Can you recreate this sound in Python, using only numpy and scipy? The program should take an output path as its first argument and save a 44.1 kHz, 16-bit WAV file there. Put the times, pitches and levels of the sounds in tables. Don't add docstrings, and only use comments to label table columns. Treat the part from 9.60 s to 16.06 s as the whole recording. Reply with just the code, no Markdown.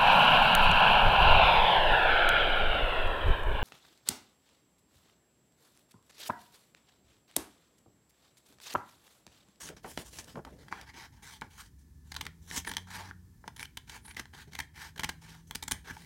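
import sys
import numpy as np
from scipy import signal
from scipy.fft import rfft, irfft
from scipy.io import wavfile
from scipy.ndimage import uniform_filter1d

SR = 44100
rng = np.random.default_rng(int(sys.argv[2]) if len(sys.argv) > 2 else 0)


def wav_record(signal):
    frames = np.transpose(np.atleast_2d(signal))
    bounded = np.clip(frames, -1, 1)
    quanta = np.round(bounded * 32767).astype(np.int16)
    wavfile.write(sys.argv[1], SR, quanta)


N = 284791
TIME = np.arange(N) / SR
FREQ = np.maximum(np.fft.rfftfreq(2048, 1 / SR), 1)

# (middle
# t/s, nominal length/s, level/dB before the trim of each layer, ring f/Hz)
STRONG_BURSTS = [(2.521, 0.0062, -39, 4400), (2.544, 0.004, -46, 8500), (2.551, 0.0027, -44, 4170),
                 (2.567, 0.0059, -33.5, 4100), (2.613, 0.0057, -32.5, 3450), (2.654, 0.0046, -45, 8110),
                 (2.667, .0031, -36, 1670), (3.051, 0.0063, -41.5, 2200), (3.076, 0.0085, -31, 1750),
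                 (3.096, 0.008, -37, 9500), (3.117, .006, -35, 2366), (3.138, 0.0025, -40.5, 3440),
                 (3.15, .004, -50, 3910), (3.9664, 0.0069, -47, 9700), (3.996, 0.002, -40.5, 2120),
                 (4.007, .011, -41, 2240), (4.0302, 0.0026, -36, 2320), (4.053, 0.0061, -44, 3050),
                 (4.174, 0.0039, -36, 3030), (4.456, 0.0043, -53, 9700), (4.483, 0.0046, -49, 9500),
                 (4.496, 0.034, -47.5, 2190), (4.513, 0.0097, -46, 2220), (4.569, 0.0043, -36.5, 2100),
                 (4.579, .0082, -45.5, 3160), (4.598, 0.0051, -34.5, 2110), (4.935, 0.0042, -46.5, 2290),
                 (4.953, 0.0048, -39, 3400), (4.991, 0.0047, -32.5, 2130), (5.004, 0.0055, -31, 2160),
                 (5.362, 0.0038, -48.5, 1560), (5.381, 0.006, -42.5, 3063), (5.3978, 0.0051, -32, 3040),
                 (5.408, 0.0025, -42.5, 2960), (5.4361, .0035, -29.5, 1776), (5.446, 0.0061, -28, 2500),
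                 (5.4933, 0.0049, -30, 2600), (5.498, 0.0033, -39.5, 2280), (5.911, 0.002, -37, 3330),
                 (5.9526, 0.0054, -35.5, 3070), (5.9569, 0.0024, -33, 4700), (6.028, 0.0048, -35, 3740),
                 (6.037, 0.0052, -40.5, 7850), (6.082, 0.0051, -33, 7200), (6.1136, 0.0034, -30.5, 9640),
                 (6.1182, 0.0052, -29.5, 8800)]
BAND_CENTRES = [350, 1350, 3850, 9500]


def cutting(count=2048):
    out = np.zeros(N)
    t = (np.arange(count) - count // 2) / SR
    ring_db, ring_width = 7.5, 0.12
    for s, length, db, ring_hz, bass, treble in bursts():
        swell = np.exp(-np.abs(t / (0.62 * length)) ** 4.2)
        force = fibres(count, per_s=18000, spread_db=5.5) * swell
        colour_db = bass, 3.4 + 0.48 * treble, treble
        burst = radiate(force, s, db, ring_hz, colour_db, ring_db, ring_width, sub_db=4, air_db=-5)
        add(out, s + t[0], burst)
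    return out * undb(-3.0)


def bursts():
    # (start t/s, length/s, mean small-burst level/dB before the layer trim,
    #  bass/dB, treble/dB relative to the middle band)
    strokes = [(2.545, 0.1, -60, -2.5, -8.5), (3.05, .1, -56, 3, -7.5), (3.968, .09, -56, -4, -6),
               (4.446, 0.17, -61, -0.5, -11), (4.919, 0.11, -55, 1.5, -6.5), (5.386, .07, -51.5, 5, -7),
               (5.905, .13, -69, 7.5, 0)]
    small_per_s, small_length_s, small_hz, scatter_db = 65, 0.0025, 2300, 3.5
    rows = []  # (middle t/s, length/s, level/dB, ring f/Hz, bass/dB, treble/dB)
    for start, length, small_db, bass, treble in strokes:
        count = int(length * small_per_s) + 1
        for k, (late, loud, high) in enumerate(rng.standard_normal((32, 3))[:count]):
            s = start + length * (k + 0.5 + 0.25 * late) / count
            ring_hz = small_hz * np.exp(0.67 * high)
            rows.append((s, small_length_s, small_db + scatter_db * loud, ring_hz, bass, treble))
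    for strong in STRONG_BURSTS:
        nearest = min(strokes, key=lambda stroke: abs(stroke[0] - strong[0]))
        *_, bass, treble = nearest
        rows.append((*strong, bass, treble))
    return rows[::-1]


def fibres(count, per_s, spread_db):
    strength = undb(spread_db * np.minimum(rng.exponential(size=count), 3))
    return rng.standard_normal(count) * strength * (rng.random(count) < per_s / SR)


def radiate(force, s, level_db, ring_hz, colour_db, ring_db, ring_width, sub_db, air_db):
    bass, presence, treble = colour_db
    bands = zip(BAND_CENTRES, (bass, 0, presence, treble))
    tilt = contour([(70, bass + sub_db), (180, bass), *bands, (15000, treble + air_db)])
    ring = ring_db / (1 + (np.log(FREQ / ring_hz) / ring_width) ** 2)
    sound = signal.fftconvolve(force, response(tilt + tautness(s) * contact_colour_db() + ring))
    rms_over_10ms = np.sqrt(np.sum(sound ** 2) / (SR / 100))
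    return sound * undb(level_db) / rms_over_10ms


def tautness(s):
    return np.interp(s, [0.9, 1.15], [0.35, 1])


def contact_colour_db():
    # (f/Hz, width/Hz, level/dB)
    resonances = [(562, 280, -8.5), (882, 193, 8), (1320, 190, -4), (1648, 680, 8), (2254, 180, 4),
                  (2780, 210, -1), (3144, 400, 4.5), (3900, 480, 2.5), (4680, 1000, 1), (6120, 670, 3.5)]
    return sum(db * np.exp(-2 * ((FREQ - f) / width_hz) ** 2) for f, width_hz, db in resonances)


def snapping(count=2048):
    # (t/s, nominal decay/s, level/dB before the trim, ring f/Hz, treble/dB relative to the middle band)
    snaps = [(0.089, 0.0028, -44, 1470, -7), (.166, 0.022, -49, 5700, -11.5),
             (0.2442, 0.037, -36.5, 800, -34), (0.375, 0.0043, -31.5, 625, -16),
             (0.587, 0.013, -38.5, 6120, -2), (0.644, 0.003, -52.5, 6230, 20),
             (0.7562, 0.007, -41, 1100, -35), (0.772, 0.0087, -42, 850, -53), (.79, 0.011, -42, 750, -60),
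             (.8498, .0045, -44.5, 1180, -17), (0.8674, 0.021, -44.5, 970, -42),
             (1.0827, 0.0051, -49, 1520, -13.5), (1.1257, 0.0014, -31, 1030, -38),
             (1.213, .0033, -48, 4200, 1), (1.8127, 0.0018, -48, 2260, 1), (1.8194, 0.0044, -35, 1430, -27),
             (2.9123, .0026, -38.5, 1800, -14), (3.1681, 0.0031, -28.5, 3360, -4),
             (3.181, 0.0034, -41.5, 5250, -11), (3.5111, .0015, -40.5, 1510, -38),
             (3.8407, .0036, -49, 1640, -53), (3.8783, 0.0048, -37, 830, -15.5),
             (4.296, 0.0075, -42.5, 3100, -1), (4.547, .002, -55, 2960, -1),
             (4.6559, 0.0015, -50.5, 1800, -9.5), (4.7366, 0.00071, -51, 1830, -33),
             (5.1779, 0.0016, -49.5, 2190, -28), (6.12, .0017, -28, 8900, 6),
             (6.3674, 0.0028, -44.5, 860, -19)]
    slack_bass_db, taut_bass_db = 9, 5
    ring_db, ring_width, sub_db = 6, 0.14, -8
    out, t = np.zeros(N), np.arange(count) / SR
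    for s, decay, db, ring_hz, treble in snaps:
        force = fibres(count, per_s=11000, spread_db=2.0) * np.exp(-t / (0.64 * decay))
        force[0] += 1.5
        bass = np.interp(tautness(s), [0, 1], [slack_bass_db, taut_bass_db])
        colour_db = bass, 4.6 + 0.68 * treble, treble
        snap = radiate(force, s, db, ring_hz, colour_db, ring_db, ring_width, sub_db, air_db=-10.0)
        add(out, s, snap)
    return out * undb(-2.53)


def sliding():
    # (start t/s, length/s, first and last level/dB of the middle band before arch and trim,
    #  bass/dB, treble/dB relative to the middle band)
    pushes = [(0, .09, -47.5, -54.5, -4, 0.5), (0.092, 0.034, -54, -59.5, 10.5, -14),
              (0.228, 0.087, -69.5, -57.5, 5, 5.5), (0.328, 0.073, -69, -62, -2, 7),
              (0.382, 0.039, -51, -55, 1.5, -1), (0.443, 0.045, -66, -62, -6, 4.5),
              (0.505, 0.098, -63.5, -54, -1, 3.5), (0.617, 0.048, -67, -69, 1, 1),
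              (0.669, 0.065, -56.5, -62.5, -1, -4), (0.744, .045, -70.5, -70, 25.5, -2.5),
              (0.846, 0.15, -72, -77.5, 14, -5), (.98, 0.13, -64.5, -71.5, 3.5, -6),
              (1.109, 0.12, -54, -55, -6, -13.5), (1.256, 0.043, -66, -51.5, -14, -14.5),
              (1.333, 0.12, -53, -51.5, -8.5, -11.5), (1.518, 0.14, -68.5, -81, -7, -6),
              (1.621, 0.15, -56, -61.5, -14, -1), (1.817, 0.054, -59.5, -65, 4.5, -13.5),
              (1.899, 0.17, -66, -67, -8, 1.5), (1.962, 0.046, -68, -53.5, -25, 0),
              (2.18, 0.039, -83, -82.5, -2, 8.5), (2.44, 0.075, -82.5, -72, -4, 1.5),
              (2.546, 0.14, -83, -71, 15, -8), (2.812, 0.077, -81.5, -76, 6, 8.5),
              (2.871, .11, -65, -40, -11, 1.5), (3.059, 0.17, -60, -71.5, 7.5, -1),
              (3.267, 0.022, -56, -57, -7.5, -12.5), (3.297, 0.071, -54.5, -44.5, -11.5, -7),
              (3.369, .13, -48, -56.5, -8, -11), (3.848, 0.028, -72, -73, 9, -8),
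              (3.977, 0.051, -59, -53, -4, -10), (4.269, 0.095, -61.5, -47.5, -8.5, -6),
              (4.439, 0.049, -69, -69, -1, -8), (4.562, 0.043, -52, -54.5, -5, -6),
              (4.728, 0.097, -59.5, -54.5, -12, -6.5), (4.87, .02, -65, -71, 10, -7),
              (4.908, 0.13, -69, -64, 4, -2.5), (5.134, 0.03, -69, -58, -6, -6),
              (5.164, 0.082, -56, -52.5, -11, -4.5), (5.242, 0.051, -51.5, -59.5, -10, -6.5),
              (5.355, 0.18, -73.5, -72, 14, 0), (5.61, 0.1, -64, -57.5, -5.5, -4),
              (5.711, 0.1, -55.5, -69, -10.5, -6), (5.865, 0.035, -78, -79, -6, 9.5),
              (5.89, 0.2, -71.5, -74, 5, -30), (6.128, 0.071, -53, -70, -1.5, -11),
              (6.239, 0.068, -61.5, -45, -5, -8.5), (6.325, .135, -60, -69, 1, 1.5)]
    pressure = undb(1.4 * walk(260) + 1.3 * walk(55))
    grain = fibres(N, per_s=17000, spread_db=1.4) * pressure
    grain = shifting_colour(grain, patchy_db=2.2)
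    soft_top = response(contour([(6500, -1), (10500, -5.5), (15500, -12.5)]))
    loose = signal.fftconvolve(grain, soft_top)[:N]
    taut = signal.fftconvolve(loose, response(contact_colour_db()))[:N]
    rub = loose + tautness(TIME) * (taut - loose)

    power = np.zeros((len(BAND_CENTRES), N))
    for s, length, first_db, last_db, bass, treble in pushes:
        gain = push(length, first_db, last_db)
        for track, db in zip(power, (bass, 0, 0.53 * treble - 0.4, treble)):
            add(track, s, (gain * undb(db + 0.9)) ** 2)

    edges_hz = [120, 690, 2550, 5900, 17000]
    out = np.zeros(N)
    for k, track in enumerate(power):
        sos = signal.butter(4, edges_hz[k:k + 2], "band", fs=SR, output="sos")
        out += unit(signal.sosfiltfilt(sos, rub)) * np.sqrt(track)
    return out


def shifting_colour(x, patchy_db, size=512):
    spectrum = signal.stft(x, nperseg=size)[2]
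    patches = rng.standard_normal(spectrum.shape)
    for _ in range(2):
        patches = uniform_filter1d(patches, size=6, axis=0)
        patches = uniform_filter1d(patches, size=8, axis=1)
    return signal.istft(spectrum * undb(patchy_db * unit(patches)), nperseg=size)[1][:N]


def push(length, first_db, last_db):
    attack_s, release_s, arch_db = 0.0088, 0.013, 0.5
    t = np.arange(int((length + 0.15) * SR)) / SR
    progress = np.minimum(t / length, 1)
    slope_db = first_db + (last_db - first_db) * progress
    held = undb(slope_db + arch_db * (np.sin(np.pi * progress) - 1.5))
    run_out = np.exp(-np.maximum(t - length, 0) / release_s)
    return np.minimum(t / attack_s, 1) * held * run_out


def squeaking():
    # (middle t/s, half-length to 1/e in s, f/Hz, mean level/dB)
    squeaks = [(.06, 0.025, 6300, -50), (0.587, .014, 5970, -51.5), (2.617, .045, 8600, -65),
               (2.973, 0.018, 6900, -41.5), (3.083, .018, 9700, -48.5), (4.01, 0.025, 9800, -51.5),
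               (4.482, 0.039, 10000, -56)]
    out = np.zeros(N)
    for s, length, hz, db in squeaks:
        clicks = fibres(N, per_s=5000, spread_db=2.2)
        ring = unit(band(clicks, hz * 0.91, hz * 1.09, order=2))
        out += ring * undb(db + 3.5 * walk(110)) * np.exp(-((TIME - s) / length) ** 2)
    return out


def flapping(count=16384):
    # (t/s, level/dB before the trim)
    jerks = [(.376, -56), (.777, -50.5), (.86, -57), (1.821, -53), (2.975, -45.5), (6.121, -43),
             (6.31, -50)]
    # (f/Hz before detuning, t60/s, relative level/dB)
    modes = [(61.2, 0.63, -5.5), (82, 0.27, 2.5), (127.6, 0.22, -3), (185, 0.083, -1), (239, 0.054, 6.5)]
    recoil_db = -25.5
    recoils = [(s, db + recoil_db) for s, _, db, _ in STRONG_BURSTS]
    out, t = np.zeros(N), np.arange(count) / SR
    for s, db in list(jerks) + recoils:
        detune = 1 + 0.065 * rng.standard_normal(len(modes))
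        swing = np.zeros(count)
        for (f, t60, mode_db), d in zip(modes, detune):
            swing += undb(mode_db - 60 * t / t60) * np.sin(2 * np.pi * f * d * t)
        soft_start = 1 - np.exp(-t / 0.0016)
        add(out, s, undb(db + 2) * swing * soft_start)
    return out


def reflections(low_t60, high_t60, high_db, count=16384):
    t = np.arange(count) / SR
    low = band(rng.standard_normal(count), 100, 2800, order=2) * undb(-60 * t / low_t60)
    high = band(rng.standard_normal(count), 2700, 17000, order=2) * undb(-60 * t / high_t60)
    early = 1 + 1.8 * np.exp(-t / 0.018)
    tail = (low + undb(high_db) * high) * (t > 0.0025) * early
    return tail / np.sqrt(np.sum(tail ** 2))


def stereo_spread(mid, count=4096):
    fade = np.linspace(1, 0, count) ** 4
    scatter = unit(rng.standard_normal(count) * fade) / np.sqrt(count)
    share = response(contour([(60, -37), (300, -34), (2500, -36), (3900, -26), (12000, -19)]))
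    return signal.fftconvolve(mid, signal.fftconvolve(scatter, share))[:N]


def engine():
    # (t/s, mean firing rate f/Hz, mean fundamental level/dB, mean octave level/dB)
    track = [(0, 59.4, -105, -103), (2.0, 63, -85, -71), (2.149, 68, -55.5, -85), (2.4, 73.5, -58, -65),
             (2.601, 76.9, -51, -61), (2.801, 82.45, -65.5, -59.5), (3.07, 88.14, -57, -58),
             (3.47, 93.8, -51.5, -60.5), (3.72, 91, -62, -64.5), (3.901, 87, -100, -90),
             (4.6, 68.6, -80, -88), (4.95, 74.34, -56.5, -77), (5.25, 77.4, -64, -64.5),
             (5.5, 79.9, -63, -60), (5.78, 82.2, -77, -56), (6.0, 80.6, -61, -68), (6.46, 83.5, -71, -57.5)]
    s, *columns = np.transpose(track)
    hz, first_db, second_db = (np.interp(TIME, s, c) for c in columns)
    phase = 2 * np.pi * np.cumsum(hz * (1 + 0.0062 * walk(12))) / SR
    first = undb(first_db + 1.0 * walk(22)) * np.sin(phase)
    second = undb(second_db + 1.1 * walk(12.0)) * np.sin(2 * phase)
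    return np.sqrt(2) * (first + second)


def room_tone():
    # (f/Hz, relative level per Hz/dB)
    room_colour = [(20, -36), (34, -12), (52, 1.5), (85, -0.5), (150, -5.5), (270, -13.5), (420, -24),
                   (620, -40), (950, -30), (1200, -37), (1680, -35), (2700, -41.5), (6000, -36.5),
                   (16000, -40.5)]
    air_db, whine_hz, whine_width_hz, whine_db = -58.5, 1742, 25, -84
    hz = np.maximum(np.fft.rfftfreq(N, 1 / SR), 1)
    air = unit(irfft(rfft(rng.standard_normal(N)) * undb(contour(room_colour, hz)), N))
    swell_db = 0.9 * walk(5)
    low_hz, high_hz = whine_hz - whine_width_hz / 2, whine_hz + whine_width_hz / 2
    whine = unit(band(rng.standard_normal(N), low_hz, high_hz, order=1))
    return air * undb(air_db + swell_db) + undb(whine_db) * whine


def mic_hiss():
    # (f/Hz, relative level per Hz/dB)
    hiss_colour = [(60, -14), (700, -15), (3200, -20), (5000, 3.5), (16000, 5)]
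    hiss = signal.fftconvolve(rng.standard_normal(N), response(contour(hiss_colour)))[:N]
    return undb(-83.5) * unit(hiss)


def undb(db):
    return 10 ** (np.asarray(db) / 20)


def unit(x):
    return x / np.sqrt(np.mean(x ** 2))


def add(track, s, sound):
    i = max(int(s * SR), 0)
    track[i:i + len(sound)] += sound[:max(N - i, 0)]


def contour(points, hz=FREQ):
    f, db = np.transpose(points)
    return np.interp(np.log(hz), np.log(f), db)


def response(db):
    cepstrum = irfft(np.log(undb(db)))
    half = len(cepstrum) // 2
    cepstrum[1:half] *= 2
    cepstrum[half + 1:] = 0
    return irfft(np.exp(rfft(cepstrum)))


def band(x, lo_hz, hi_hz, order=3):
    edges_hz = [lo_hz, min(hi_hz, SR / 2 - 100)]
    return signal.sosfilt(signal.butter(order, edges_hz, "band", fs=SR, output="sos"), x)


def walk(rate):
    k = max(int(SR / rate), 1)
    steps = np.repeat(rng.standard_normal(N // k + 1), k)
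    return unit(uniform_filter1d(steps, k)[:N])


def scene():
    close = cutting() + snapping() + sliding() + squeaking() + flapping()
    room = signal.fftconvolve(close, reflections(low_t60=0.32, high_t60=0.28, high_db=-2.5))[:N]
    mid = close + undb(-14) * room + engine() + room_tone()
    side = stereo_spread(close) + mic_hiss()
    return np.array([mid + side, mid - side])


def record(dry):
    lean = signal.sosfilt(signal.butter(3, 33, "high", fs=SR, output="sos"), dry)
    return signal.sosfiltfilt(signal.ellip(8, 0.1, 50, 15900, fs=SR, output="sos"), lean)


dry = scene()
out = record(dry)
wav_record(out)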